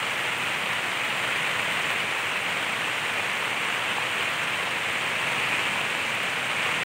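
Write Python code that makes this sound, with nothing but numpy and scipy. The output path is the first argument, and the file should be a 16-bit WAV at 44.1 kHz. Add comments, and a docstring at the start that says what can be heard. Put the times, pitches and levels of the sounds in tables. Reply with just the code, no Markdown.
"""Heavy rain falls on a pond and a lawn, heard from the bank through one small microphone.
Near drops patter, throw up hissing spray and trap air bubbles that ring in the water.
A few land close by as sharp ticks and dull plops; far ones blur into a wash over a low rumble.
The rain comes down harder in short surges; the bubbling slowly grows while the finest fizz fades."""
import sys
import numpy as np
from scipy import signal
from scipy.fft import rfft, irfft
from scipy.io import wavfile

SR = 44100
rng = np.random.default_rng(int(sys.argv[2]) if len(sys.argv) > 2 else 0)


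def int16_out(signal):
    """Quantize to a 16-bit WAV file."""
    q = np.round(np.clip(np.atleast_2d(signal).T, -1, 1) * 32767)
    wavfile.write(sys.argv[1], SR, q.astype(np.int16))


N = 303834
TIME = np.arange(N) / SR

# A tone colour says how strong each frequency is compared with the others.
# Colour of the far rumble: frequency_hz, level_db
RUMBLE_COLOUR = [(26, -52), (45, -37), (89, -1), (114, 4), (233, 2.5), (330, -1), (430, -25.5), (730, -120)]
# Colour of the finest droplets: frequency_hz, level_db
FIZZ_COLOUR = [(5000, -32), (8500, -7), (10500, -0.2), (12000, 0.7), (13400, -3), (14600, 0.5), (15700, 4)]
# Colour of the hissing spray: frequency_hz, level_db
SPRAY_COLOUR = [(2900, -38), (5000, -9.5), (5600, -5.5), (6400, -3.5), (7200, -2), (8400, 2), (9000, -2.5),
                (9800, -9), (11000, -14), (15000, -41)]
# Colour of a close drop's click: frequency_hz, level_db
TICK_COLOUR = [(1500, -25), (6000, -10), (8650, 1), (10200, -5), (13000, -5), (15500, -1)]
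# Colour of the bubbling water: frequency_hz, level_db
POND_COLOUR = [(700, -45.5), (1550, -9), (1880, 0), (2400, -1.5), (2750, -1.5), (3200, -8.5), (5000, -36.5),
               (9000, -70)]
# Colour of drops slapping water and grass: frequency_hz, level_db
PATTER_COLOUR = [(190, -39.5), (330, -9), (480, -3.5), (750, -3), (1000, -1), (1500, -0.5), (2200, -1.5),
                 (3000, -6.5), (3800, -13.5), (5000, -22.5), (6500, -47.5), (11000, -87)]
# Drops that land next to the microphone: start_s, relative_level_db
CLOSE_DROPS = [(0.385, -30), (0.4628, -34), (0.7352, -33), (1.049, -32), (1.914, -30), (2.4927, -33),
               (3.3752, -33), (3.3992, -37), (3.6157, -37), (4.2323, -32), (4.3041, -31), (4.9282, -29),
               (5.1547, -35), (5.6087, -36), (6.1514, -31), (6.2322, -28)]
# Fat drops that plop into the water: start_s, level_db, pitch_hz
FAT_DROPS = [(1.251, -23, 546), (3.983, -17, 880), (4.917, -30, 501), (5.474, -28, 1110), (5.758, -26, 953)]
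# How much of the pond's sound is one ringing band as the microphone turns: time_s, power_share (0-1)
RINGING_SHARE = [(0, 0.22), (5.1, 0.16), (5.4, 0.6), (6.8, 0.3)]
# Spells of harder rain: start_s, hold_s, relative_strength_db
RAIN_SURGES = [(1.15, 0.78, 1.1), (4.117, 0.11, 0.9), (5.18, 0.56, 1.57), (6.547, 0.15, 2)]


def gain_of(db):
    """Turns decibels into a number to multiply a sound by."""
    return 10 ** (np.asarray(db) / 20)


def evened(x):
    """Scales a signal to an average strength (rms) of 1."""
    return x / np.sqrt(np.mean(x ** 2) + 1e-20)


def add(mix, start_s, sound):
    """Mixes a sound in at the given time."""
    part = mix[max(round(start_s * SR), 0):][:len(sound)]
    part += sound[:len(part)]


def click_of(colour, size=4096):
    """The shortest click that has this tone colour."""
    points_hz, points_db = np.transpose(colour)
    hz = abs(np.fft.fftfreq(size, 1 / SR))
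    db = np.interp(np.log(hz + 1), np.log(points_hz + 1), points_db)
    log_gain = np.log(gain_of(np.maximum(db, -90)))
    spectrum = np.exp(np.conj(signal.hilbert(log_gain)))  # packs the energy at the start
    return np.fft.ifft(spectrum).real[:size // 2]


def coloured(x, colour):
    """Gives a sound this tone colour, at strength 1."""
    return evened(signal.oaconvolve(x, click_of(colour))[:N])


def waver(low_hz, high_hz):
    """A random wobble, mostly between two rates."""
    hz = np.fft.rfftfreq(N, 1 / SR)
    shape = hz / (hz ** 2 + low_hz ** 2) ** (3 / 4) / np.sqrt(1 + (hz / high_hz) ** 4)
    return evened(irfft(rfft(rng.standard_normal(N)) * shape, N))


def drops(per_s, spread_db):
    """Drops hit at random moments: many small, a few large."""
    size = gain_of(spread_db * np.minimum(rng.exponential(1, N), 4))
    sign = rng.choice([-1, 1], N)
    lands = rng.random(N) < per_s / SR
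    return evened(size * sign * lands)


def smear(hits, decay_s, kinds=8):
    """Smears each hit into a very brief burst of noise, softening its click."""
    t = np.arange(SR // 100) / SR
    out, kind = np.zeros(N), rng.integers(0, kinds, N)
    for k in range(kinds):
        burst = rng.standard_normal(len(t)) * t * np.exp(-t / decay_s)
        phase = np.angle(rfft(burst, 2 * len(t)))
        even_burst = irfft(np.exp(1j * phase))[:len(t)]  # all frequencies equally strong
        out += signal.oaconvolve(hits * (kind == k), even_burst)[:N]
    return evened(out)


def wash(patch_db, patch_s, patch_hz, size=512):
    """Countless far drops: noise that swells in small patches of time and pitch."""
    hz, t, noise = signal.stft(rng.standard_normal(N), SR, nperseg=size)
    across, along = np.fft.fftfreq(len(hz), hz[1])[:, None], np.fft.fftfreq(len(t), t[1])
    blur = np.exp(-(across * patch_hz) ** 2 - (along * patch_s) ** 2)
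    speckles = rng.standard_normal(noise.shape)
    patches = evened(np.fft.ifft2(np.fft.fft2(speckles) * blur).real)
    _, sound = signal.istft(noise * gain_of(patch_db * patches), SR, nperseg=size)
    return evened(sound[:N])


def bubbles(low_hz, high_hz, per_s, cycles, rise, pitches=14):
    """Trapped air rings for a few cycles, rising in pitch as it nears the surface."""
    out, t = np.zeros(N), np.arange(SR // 25) / SR
    for hz in np.geomspace(low_hz, high_hz, pitches):
        age = t * hz / cycles
        ring = np.exp(-age) * np.sin(2 * np.pi * hz * t * (1 + rise * np.minimum(age, 4)))
        hits = drops(per_s / pitches, spread_db=2.5)
        out += evened(signal.oaconvolve(hits, ring)[:N])
    return evened(out)


def surges(gust_db=0.07, rise_s=0.09, fall_s=0.12):
    """How much harder than usual it rains: surges build, hold and fade over slight gusts."""
    db = gust_db * waver(low_hz=1.5, high_hz=6)
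    for start_s, hold_s, strength_db in RAIN_SURGES:
        age = TIME - start_s
        build = np.clip(age / rise_s, 0, 1)
        fade = np.exp(-np.maximum(age - hold_s, 0) / fall_s)
        db += strength_db * build * fade
    return db


def loudness(surge, base_db, drift_db_per_s, follow):
    """A layer's volume drifts slowly up or down and follows the surges."""
    return gain_of(base_db + drift_db_per_s * TIME + follow * surge)


def rumble():
    """Only the bass of the downpour arrives from far across the water."""
    return coloured(rng.standard_normal(N), RUMBLE_COLOUR)


def fizz(impacts):
    """The finest droplets fizz as they are thrown up from the grass."""
    far = wash(patch_db=1.7, patch_s=0.02, patch_hz=1500)
    fine_hits = smear(drops(per_s=700, spread_db=5), decay_s=0.0004, kinds=6)
    return coloured(far + gain_of(-10) * (impacts + fine_hits), FIZZ_COLOUR)


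def spray(impacts):
    """Splashing drops make a high hiss, along with tiny bubbles."""
    far = wash(patch_db=1, patch_s=0.016, patch_hz=1500)
    tiny = bubbles(low_hz=5060, high_hz=9440, per_s=640, cycles=4.5, rise=0.02, pitches=8)
    return coloured(far + gain_of(-10.5) * (impacts + tiny), SPRAY_COLOUR)


def ticks(boost_db=8):
    """Every close drop makes the same hard, bright click."""
    out, click = np.zeros(N), click_of(TICK_COLOUR)
    for start_s, level_db in CLOSE_DROPS:
        add(out, start_s, gain_of(level_db + boost_db) * click / abs(click).max())
    return out


def plops(swell_s=0.00083):
    """A fat drop opens a hollow in the water that rings low and briefly."""
    out, t = np.zeros(N), np.arange(SR // 20) / SR
    swell_and_fade = t / swell_s * np.exp(1 - t / swell_s)
    for start_s, level_db, pitch_hz in FAT_DROPS:
        add(out, start_s, gain_of(level_db) * np.sin(2 * np.pi * pitch_hz * t) * swell_and_fade)
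    return out


def pond(impacts, ring_hz=2430, ring_sharpness=3.6):
    """The open water seethes: far bubbles blur together, near ones ring one by one."""
    far = wash(patch_db=1.5, patch_s=0.038, patch_hz=700)
    blurred = coloured(far + gain_of(-7.5) * impacts, POND_COLOUR)
    near = bubbles(low_hz=1670, high_hz=3057, per_s=900, cycles=7.2, rise=0.012)
    wide = evened(blurred + gain_of(-3) * near)
    band = signal.iirpeak(ring_hz, ring_sharpness, SR)
    hits = drops(per_s=3000, spread_db=3.5)
    ringing = evened(signal.lfilter(*band, signal.lfilter(*band, hits)))
    share = np.interp(TIME, *np.transpose(RINGING_SHARE))
    return np.sqrt(1 - share) * wide + np.sqrt(share) * ringing


def patter(impacts):
    """Drops slap the water and the grass in front of a steady far wash."""
    far = rng.standard_normal(N)
    return coloured(far + gain_of(-2) * impacts, PATTER_COLOUR)


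def scene():
    """The rain arrives in quick flurries and longer surges, with single ticks and plops on top."""
    flurry = waver(low_hz=11, high_hz=66)
    impacts = smear(drops(per_s=2200, spread_db=3.5), decay_s=0.0002) * gain_of(flurry)
    surge = surges()
    far = rumble() * loudness(surge, base_db=-45, drift_db_per_s=0.11, follow=1)
    rain = fizz(impacts) * loudness(surge, base_db=-48, drift_db_per_s=-0.27, follow=0.85)
    rain += spray(impacts) * loudness(surge, base_db=-44.5, drift_db_per_s=0.02, follow=0.72)
    rain += pond(impacts) * loudness(surge, base_db=-31.5, drift_db_per_s=0.13, follow=1.17)
    rain += patter(impacts) * loudness(surge, base_db=-30, drift_db_per_s=0.01, follow=0.63)
    return (far + rain * gain_of(0.15 * flurry) + ticks() + plops())[None]


def record(dry):
    """The microphone loses deep bass, a thin slice of treble and the very top; the sound then stops."""
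    bass_hz, top_hz, stop_s = 64, 15750, 6.834
    notch_hz, notch_sharpness, notch_depth = 7910, 45, 0.7
    sound = signal.sosfilt(signal.butter(3, bass_hz, "high", fs=SR, output="sos"), dry)
    notched = signal.lfilter(*signal.iirnotch(notch_hz, notch_sharpness, SR), sound)
    sound += notch_depth * (notched - sound)
    top_cut = signal.firwin(1023, top_hz, window=("kaiser", 9), fs=SR)
    return signal.oaconvolve(sound * (TIME < stop_s), top_cut[None], "same")


dry = scene()
out = record(dry)
int16_out(out)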